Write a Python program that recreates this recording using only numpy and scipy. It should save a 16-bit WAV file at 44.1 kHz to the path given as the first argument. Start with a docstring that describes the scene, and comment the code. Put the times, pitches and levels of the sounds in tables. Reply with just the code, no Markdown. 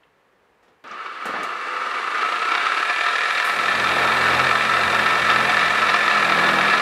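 """Over faint room tone a geared electric disc sander is knocked about on a steel bench: thuds and clacks.
It comes in abruptly, already turning slowly: random tooth strikes ring the housing, with whine, whistle, hiss.
Near full speed the rattle throbs with each turn of the disc, and the disc's unbalance hums.
Set against a plastic part, the disc scrapes (shaped noise) and drums bench and part (tones locked to its turn).
At last the hand leans on the tool: the motor sags and the drumming moves from the bench into the part."""
import sys
import numpy as np
from scipy import signal
from scipy.fft import rfft, irfft
from scipy.io import wavfile
from scipy.ndimage import uniform_filter1d

SR = 44100
rng = np.random.default_rng(int(sys.argv[2]) if len(sys.argv) > 2 else 0)


def transcribe(signal):
    """Save signal, clipped to [-1, 1], as a 16-bit WAV file at the path in sys.argv[1]."""
    frames = np.atleast_2d(signal).T
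    limited = np.clip(frames, -1, 1)
    pcm = np.round(limited * 32767).astype(np.int16)
    wavfile.write(sys.argv[1], SR, pcm)


N = 300321
TIME = np.arange(N) / SR
PINION_TEETH, WHEEL_TEETH = 12, 45  # the motor shaft carries the pinion, the disc the wheel
ENTRY_S = 0.841  # the sander comes in, already turning slowly
FULL_MESH_HZ = 1965  # teeth meeting per second at the governed speed


def gain_of(db):
    """Decibels to amplitude."""
    return 10 ** (np.asarray(db) / 20)


def evened(x):
    """Scales to rms 1."""
    return x / np.sqrt(np.mean(x ** 2) + 1e-20)


def bump(x, middle, width):
    """A bell of height 1, down to 1/e at one width."""
    return np.exp(-((x - middle) / width) ** 2)


def read(points, hz, column=1):
    """One column of a spectrum on a log-frequency axis."""
    points = np.asarray(points)
    return np.interp(np.log(hz + 1), np.log(points[:, 0]), points[:, column])


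def band_rms(x, low_hz, high_hz):
    """Rms of the part of x inside a band."""
    hz = np.fft.rfftfreq(len(x), 1 / SR)
    inside = rfft(x)[(hz > low_hz) & (hz < high_hz)]
    return np.sqrt(2 * np.sum(abs(inside) ** 2)) / len(x)


def noise(colour):
    """Steady noise of a given spectrum, rms 1."""
    hz = np.fft.rfftfreq(N, 1 / SR)
    return evened(irfft(rfft(rng.standard_normal(N)) * gain_of(read(colour, hz)), N))


def wander(rate_hz):
    """Slow chance up to about a rate, rms 1."""
    hz = np.fft.rfftfreq(N, 1 / SR)
    return evened(irfft(rfft(rng.standard_normal(N)) * np.exp(-(hz / rate_hz) ** 2), N))


# room tone spectrum, relative: freq_hz, level_db
ROOM_COLOUR = [(24, -63), (40, -10), (100, -10), (346, -8), (466, -1.5), (627, -8), (710, -7), (1110, -6.5),
               (1490, -10.5), (1730, -8), (1870, -10.5), (2710, -17), (5290, -30), (12600, -38),
               (15000, -39)]


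def room_tone(level_db=-61):
    """Steady coloured noise under everything."""
    return gain_of(level_db) * noise(ROOM_COLOUR)


# bench-top thud spectrum, relative: freq_hz, level_db
THUD_COLOUR = [(30, -25), (90, -28), (200, -1), (400, 0), (800, 1), (1500, -2), (4000, -17), (12000, -71)]
# handling knocks, and last the disc striking the part: start_s, thud_db, clack_db, clack_pitch_hz,
# clack_width_octaves, clack_t60_s
KNOCKS = [(0.033, -80, -47.5, 2450, 0.37, 0.032), (0.627, -57, -68, 3500, 0.98, 0.28),
          (0.679, -59, -70, 3500, 0.8, 0.2), (0.839, -42.5, -52, 2900, 0.6, 0.044),
          (0.875, -52, -49, 4990, 0.36, 0.045), (0.912, -42, -46, 5000, 0.31, 0.08),
          (1.254, -25.5, -40, 6200, 0.72, 0.13), (1.287, -40, -54, 3000, 0.8, 0.08),
          (1.338, -26.5, -46, 2500, 0.72, 0.091), (1.385, -36, -51, 2480, 0.8, 0.08),
          (1.431, -39, -37.5, 5400, 0.74, 0.095), (3.446, -51, -40, 9700, 0.39, 0.38)]


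def knocks(thud_t60_s=0.31, thud_attack_s=0.0012, clack_attack_s=0.001, size=22050):
    """Each knock is a dull thud of the bench top and a bright, dense clack, both decaying noise."""
    out, t, hz = np.zeros(N), TIME[:size], np.fft.rfftfreq(size, 1 / SR)
    bench = noise(THUD_COLOUR)
    for start_s, thud_db, clack_db, pitch_hz, octaves, clack_t60_s in KNOCKS:
        start = round(start_s * SR)
        span = slice(start, start + size)
        band = np.exp(-.5 * (np.log2((hz + 1) / pitch_hz) / octaves) ** 2)
        clack = evened(irfft(rfft(rng.standard_normal(size)) * band))
        clack_shape = np.exp(-np.log(1000) * t / clack_t60_s) * (1 - np.exp(-t / clack_attack_s))
        thud_shape = np.exp(-np.log(1000) * t / thud_t60_s) * (1 - np.exp(-t / thud_attack_s))
        out[span] += clack * gain_of(clack_db) * clack_shape
        out[span] += bench[span] * gain_of(thud_db) * thud_shape
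    return out


def workshop(x, wet_db=-9, t60_s=0.38, gap_s=.003, size=16000):
    """Scattered reflections from the bench and the near walls: sparse random taps that die away."""
    t = TIME[:size]
    sparse = rng.standard_normal(size) * (rng.random(size) < .05)
    taps = sparse * np.exp(-np.log(1000) * t / t60_s) * (t > gap_s)
    wet = gain_of(wet_db)
    echoes = signal.oaconvolve(x, taps / np.linalg.norm(taps))[:N]
    return (x + wet * echoes) / np.sqrt(1 + wet ** 2)


TOUCH_S, SETTLE_S = 3.43, 0.37  # the disc meets the part, then settles onto it


def touching():
    """How fully the disc lies on the part, 0-1."""
    return np.clip((TIME - TOUCH_S) / SETTLE_S, 0, 1)


def leaning(middle_s=5.9, ease_s=0.19):
    """How hard the hand presses down, 0-1: a smooth step."""
    return 1 / (1 + np.exp((middle_s - TIME) / ease_s))


def speed(crawl_hz=250, climb_hz_per_s=740, knee=10, sag_hz=97):
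    """Teeth meeting per second: a steady climb rounds off at the governed speed; pressure drags it down."""
    climb = crawl_hz + climb_hz_per_s * np.maximum(TIME - ENTRY_S, 0)
    governed = climb / (1 + (climb / FULL_MESH_HZ) ** knee) ** (1 / knee)
    return governed - sag_hz * leaning()


def decades(mesh_hz):
    """Speed against full speed, in powers of ten."""
    return np.log10(mesh_hz / FULL_MESH_HZ)


def gear_level(mesh_hz, full_db=-21.5, db_per_decade=13.5, unsteady_db=0.65):
    """Gear loudness in dB: rises quickly from its abrupt entry, grows with speed and load, never quite still."""
    free = full_db + db_per_decade * decades(mesh_hz)
    # the gears shake harder while their rate climbs past the housing's main resonances
    free += 2 * bump(mesh_hz, middle=1520, width=110)
    load_rise_s, touch_db, lean_db = 1.0, 1.5, 1
    load = touch_db * np.clip((TIME - TOUCH_S) / load_rise_s, 0, 1) + lean_db * leaning()
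    entry_lull = -4 * bump(TIME, ENTRY_S, width=0.043)
    # first contact takes up the play in the gears and calms them for a moment
    calm = -1 * bump(TIME, TOUCH_S + 0.12, width=0.12)
    return free + load + entry_lull + calm + unsteady_db * wander(rate_hz=15)


# housing resonances: centre_hz, width_hz, lift_slow_db, lift_full_speed_db
HOUSING_MODES = [(401, 155, 9.5, 5.1), (506, 7.8, 13, -3), (712, 38, 1.5, 8.5), (1002, 58, -1.5, 7.5),
                 (1201, 210, 12, 9.5), (1326.5, 71, 8, 13), (1446, 24, 6, 3), (1753, 250, 8.5, 13),
                 (2027, 120, 9, 4.5), (2271, 160, 12, 9), (2395, 153, 2.5, 6.5), (2690, 300, 5, 4),
                 (2696, 500, 7.5, 6), (2860, 42, 1.5, 0), (3244, 200, -2.5, 6.5), (3576, 116, 2, 8),
                 (3790, 205, -1, 9), (4110, 150, -0.5, 6), (4860, 210, 1, 6.5), (5390, 190, 6, 12.5),
                 (5880, 155, 9, 13)]
# broad housing colour, relative: freq_hz, level_slow_db, level_full_speed_db
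HOUSING_COLOUR = [(30, -38, -75), (80, -37, -39), (145, -37, -28), (202, -19, -24), (354, -15.5, -17),
                  (604, -11.5, -7), (960, -6, -9), (1457, -4, -6), (2500, -19.5, -12), (3230, -14, -15.5),
                  (4500, -17.5, -15), (5450, -30, -29.5), (7230, -34.5, -29), (10000, -45, -53),
                  (15000, -52, -62)]


def housing(x, column, size=8192):
    """Rings the housing: a minimum-phase filter of broad colour plus resonances, rms 1 in 1-3 kHz."""
    hz = np.fft.rfftfreq(size, 1 / SR)
    db = read(HOUSING_COLOUR, hz, column)
    for mode in HOUSING_MODES:
        centre_hz, width_hz, lift_db = mode[0], mode[1], mode[1 + column]
        db = db + lift_db / (1 + (2 * (hz - centre_hz) / width_hz) ** 2)
    # folding the cepstrum makes the filter causal
    cepstrum = irfft(np.log(gain_of(db)))
    cepstrum[1:size // 2] *= 2
    cepstrum[size // 2 + 1:] = 0
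    response = irfft(np.exp(rfft(cepstrum)))[:size // 2]
    rung = signal.oaconvolve(x, response)[:N]
    return rung / band_rms(rung, 1000, 3000)


def throb(teeth, disc_db, shaft_db, current_db, current_hz=100):
    """Load on the teeth in dB: swings with the disc, the motor shaft and the pulsing mains current."""
    disc = disc_db * np.cos(2 * np.pi * teeth / WHEEL_TEETH)
    shaft = shaft_db * np.cos(2 * np.pi * teeth / PINION_TEETH)
    return disc + shaft + current_db * np.cos(2 * np.pi * current_hz * TIME)


def backlash(teeth, settle_s=0.0048, scatter_s=.002, slap_share=.7, slap_size=1.55):
    """On some shaft turns the teeth slap across their play, hardest where the disc runs heavy."""
    at = np.flatnonzero(np.diff(teeth // PINION_TEETH))
    size, happens, late = rng.random((3, len(at)))
    heavy = 1 + np.cos(2 * np.pi * teeth[at] / WHEEL_TEETH)
    slaps = np.zeros(N)
    slap_at = (at + late * SR * scatter_s).astype(int).clip(0, N - 1)
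    slaps[slap_at] = (happens < slap_share) * slap_size * size * heavy
    return signal.lfilter([1], [1, -np.exp(-1 / (settle_s * SR))], slaps)


# gear chatter bursts: middle_s, lift_db, half_length_s
CHATTER_BURSTS = [(0.95, 1, 0.018), (1.064, 6, 0.005), (1.367, 2.2, 0.099), (2.227, 4, 0.036),
                  (2.55, 2, 0.016), (2.898, 8.5, 0.003), (3.397, 3, 0.019), (4.27, 3, 0.008),
                  (5.302, 11, 0.0035), (5.613, 2.5, 0.014), (5.902, 1.5, 0.02), (5.943, 3, 0.009),
                  (6.347, 1.5, 0.0078)]


def rattle(teeth, mesh_hz, gear_db, grind=0.73, slow_grind=1.77, slow_throb=0.1):
    """Each tooth strikes within its play; faster gears throb harder and wake the higher resonances."""
    count = int(teeth[-1])
    play, side = rng.random((2, count))
    fast = np.interp(mesh_hz, [1000, 1850], [0, 1])
    at = np.searchsorted(teeth, np.arange(count) + play).clip(0, N - 1)
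    strikes = np.zeros(N)
    strikes[at] = np.sign(side - .5) / np.sqrt(mesh_hz[at])
    sliding = slow_grind + (grind - slow_grind) * fast  # slow teeth slide more than they strike
    drive = evened(strikes) + sliding * rng.standard_normal(N)
    depth = np.interp(mesh_hz, [700, 1700], [slow_throb, 1])
    drive *= gain_of(depth * throb(teeth, disc_db=1.34, shaft_db=0.65, current_db=1.0))
    drive *= 1 + depth * backlash(teeth)
    drive /= np.sqrt(uniform_filter1d(drive ** 2, size=2000) + 1e-12)  # the same power in every few turns
    drive *= gain_of(sum(db * bump(TIME, s, half_s) for s, db, half_s in CHATTER_BURSTS))
    rung = (1 - fast) * housing(drive, column=1) + fast * housing(drive, column=2)
    return rung * gain_of(gear_db)


def idle_ring(x, mesh_hz, ring_hz=1255, width_hz=190, ring_db=-3.0, share=0.25):
    """At a crawl the soft blows lean towards the gear case's main resonance."""
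    ring = signal.lfilter(*signal.iirpeak(ring_hz, ring_hz / width_hz, fs=SR), x)
    crawl = share * np.interp(mesh_hz, [550, 1000], [1, 0])
    return (1 - crawl) * x + crawl * gain_of(ring_db) * ring


def air_level(mesh_hz, full_db=-45, db_per_decade=31, touch_db=1.4):
    """Reference level in dB for hiss and whistle: grows steeply with speed, lifts on the part."""
    return full_db + db_per_decade * decades(mesh_hz) + touch_db * touching()


# hiss spectrum, relative: freq_hz, level_db
AIR_COLOUR = [(1000, -30), (4000, 1.5), (6500, 5.5), (8000, 5), (10000, 1), (13000, -13), (15500, -22)]


def air(teeth, mesh_hz, hiss_db=-3):
    """Hiss of the cooling fan and the brushes: noise throbbing with the load."""
    hiss = noise(AIR_COLOUR) * gain_of(throb(teeth, disc_db=1.5, shaft_db=3.0, current_db=0.7))
    return hiss / band_rms(hiss, 6500, 12000) * gain_of(air_level(mesh_hz) + hiss_db)


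def shaft_tone(teeth, order, waver_db, smear_rad):
    """A wavering tone locked to the motor shaft."""
    phase = 2 * np.pi * order * teeth / PINION_TEETH + smear_rad * wander(rate_hz=90)
    return gain_of(waver_db * wander(rate_hz=6)) * np.cos(phase)


# whine ahead of the housing, relative: shaft_multiple, level_db
WHINE_TONES = [(3, -2.5), (7, -20), (8, -4), (9, -8.5), (10, -7), (11, 3.5), (12, 5.5), (14, -25), (22, 1)]


def whine(teeth, mesh_hz, gear_db, whine_db=-8.5, idle_db=-10):
    """The gears' tones swell one after another as they climb through the housing's resonances."""
    tones = sum(gain_of(db) * shaft_tone(teeth, order, waver_db=1, smear_rad=0.27)
                for order, db in WHINE_TONES)
    slow_db = np.interp(mesh_hz, [600, 1200], [idle_db, 0])
    return housing(tones, column=2) * gain_of(gear_db + whine_db + slow_db)


# thin whistle above the whine, relative: shaft_multiple, level_db
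WHISTLE_TONES = [(48, -14), (60, -11), (72, -10.5), (84, -14), (96, -15), (104, -15), (112, -14)]
# how well the vents let the whistle out: freq_hz, gain_db
VENTS = [(2000, -10), (5000, 1), (8000, 0), (10000, -2), (11700, -5), (13500, -13.5), (15500, -28)]


def whistle(teeth, mesh_hz, free_db=1.4, touch_db=-1.6):
    """High overtones climb through the vents' range; they stand out most while the disc spins free."""
    shaft_hz = mesh_hz / PINION_TEETH
    tones = np.zeros(N)
    for order, db in WHISTLE_TONES:
        vented = gain_of(db + read(VENTS, order * shaft_hz))
        tones += vented * shaft_tone(teeth, order, waver_db=2.0, smear_rad=.95)
    return tones * gain_of(air_level(mesh_hz) + free_db + touch_db * touching())


def unbalance(teeth, mesh_hz, full_db=-67, db_per_decade=60):
    """The off-centre disc hums once a turn when it nears full speed."""
    hum = np.sqrt(2) * np.sin(2 * np.pi * teeth / WHEEL_TEETH)
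    return hum * gain_of(full_db + db_per_decade * decades(mesh_hz))


# scrape spectrum, relative: freq_hz, level_db
SCRAPE_COLOUR = [(60, -46), (140, -13), (220, -12.5), (350, -5.5), (550, -1), (900, -1), (1500, 1),
                 (4000, -46), (8000, -33), (12000, -34.5), (15500, -45)]


def scrape(turns, level_db=-34, lean_db=0.7, bite_db=-1.5):
    """Grit scrapes the plastic: noise that bites once a turn."""
    grit = noise(SCRAPE_COLOUR) * gain_of(bite_db * np.cos(2 * np.pi * turns) + 0.5 * wander(rate_hz=280))
    return grit / band_rms(grit, 280, 650) * np.sqrt(touching()) * gain_of(level_db + lean_db * leaning())


def drum(turns, orders, waver_db=2.5):
    """The uneven disc shoves what it touches once a turn: wavering harmonics of the turn, rms 1."""
    tones = np.zeros(N)
    for order, db in orders:
        swell = gain_of(db + waver_db * wander(rate_hz=12.0))
        tones += swell * np.cos(2 * np.pi * (order * turns + rng.random()))
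    return evened(tones)


# bench drumming, relative: disc_turn_multiple, level_db
BENCH_DRUM = [(1, -17), (2, 2), (3, 5.5)]
# plastic part drumming, relative: disc_turn_multiple, level_db
PART_DRUM = [(4, 5.5), (5, 9.5), (6, 2.5), (7, -4), (8, 4.5), (9, -2), (12, -9)]


def sanding(teeth, rock_db=1.76):
    """Scrape and drumming swell as the tool rocks in the hand; pressure moves drumming into the part."""
    turns, touch, lean = teeth / WHEEL_TEETH, touching(), leaning()
    bench = drum(turns, BENCH_DRUM) * gain_of(-42 - 9 * lean) * touch ** 2
    part = drum(turns, PART_DRUM) * gain_of(-40 + 6 * lean) * touch
    return (scrape(turns) + bench + part) * gain_of(rock_db * wander(rate_hz=2.0))


def scene():
    """One speed drives every part of the sander; only rattle, air and knocks get reflections."""
    mesh_hz = speed() * (1 + .0008 * wander(rate_hz=12))
    teeth = np.cumsum(mesh_hz) / SR  # running count of teeth
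    gear_db = gear_level(mesh_hz)
    heard = TIME > ENTRY_S
    gears = idle_ring(rattle(teeth, mesh_hz, gear_db), mesh_hz)
    machine = (gears + air(teeth, mesh_hz)) * heard
    tones = whine(teeth, mesh_hz, gear_db) + whistle(teeth, mesh_hz) + unbalance(teeth, mesh_hz)
    mix = room_tone() + workshop(knocks() + machine) + tones * heard + sanding(teeth)
    return mix[None]


def record(dry, edge_hz=15650):
    """Band limit: a linear-phase low-pass."""
    lowpass = signal.firwin(511, edge_hz, window=("kaiser", 9), fs=SR)
    return signal.oaconvolve(dry, lowpass[None], "same")


dry = scene()
out = record(dry)
transcribe(out)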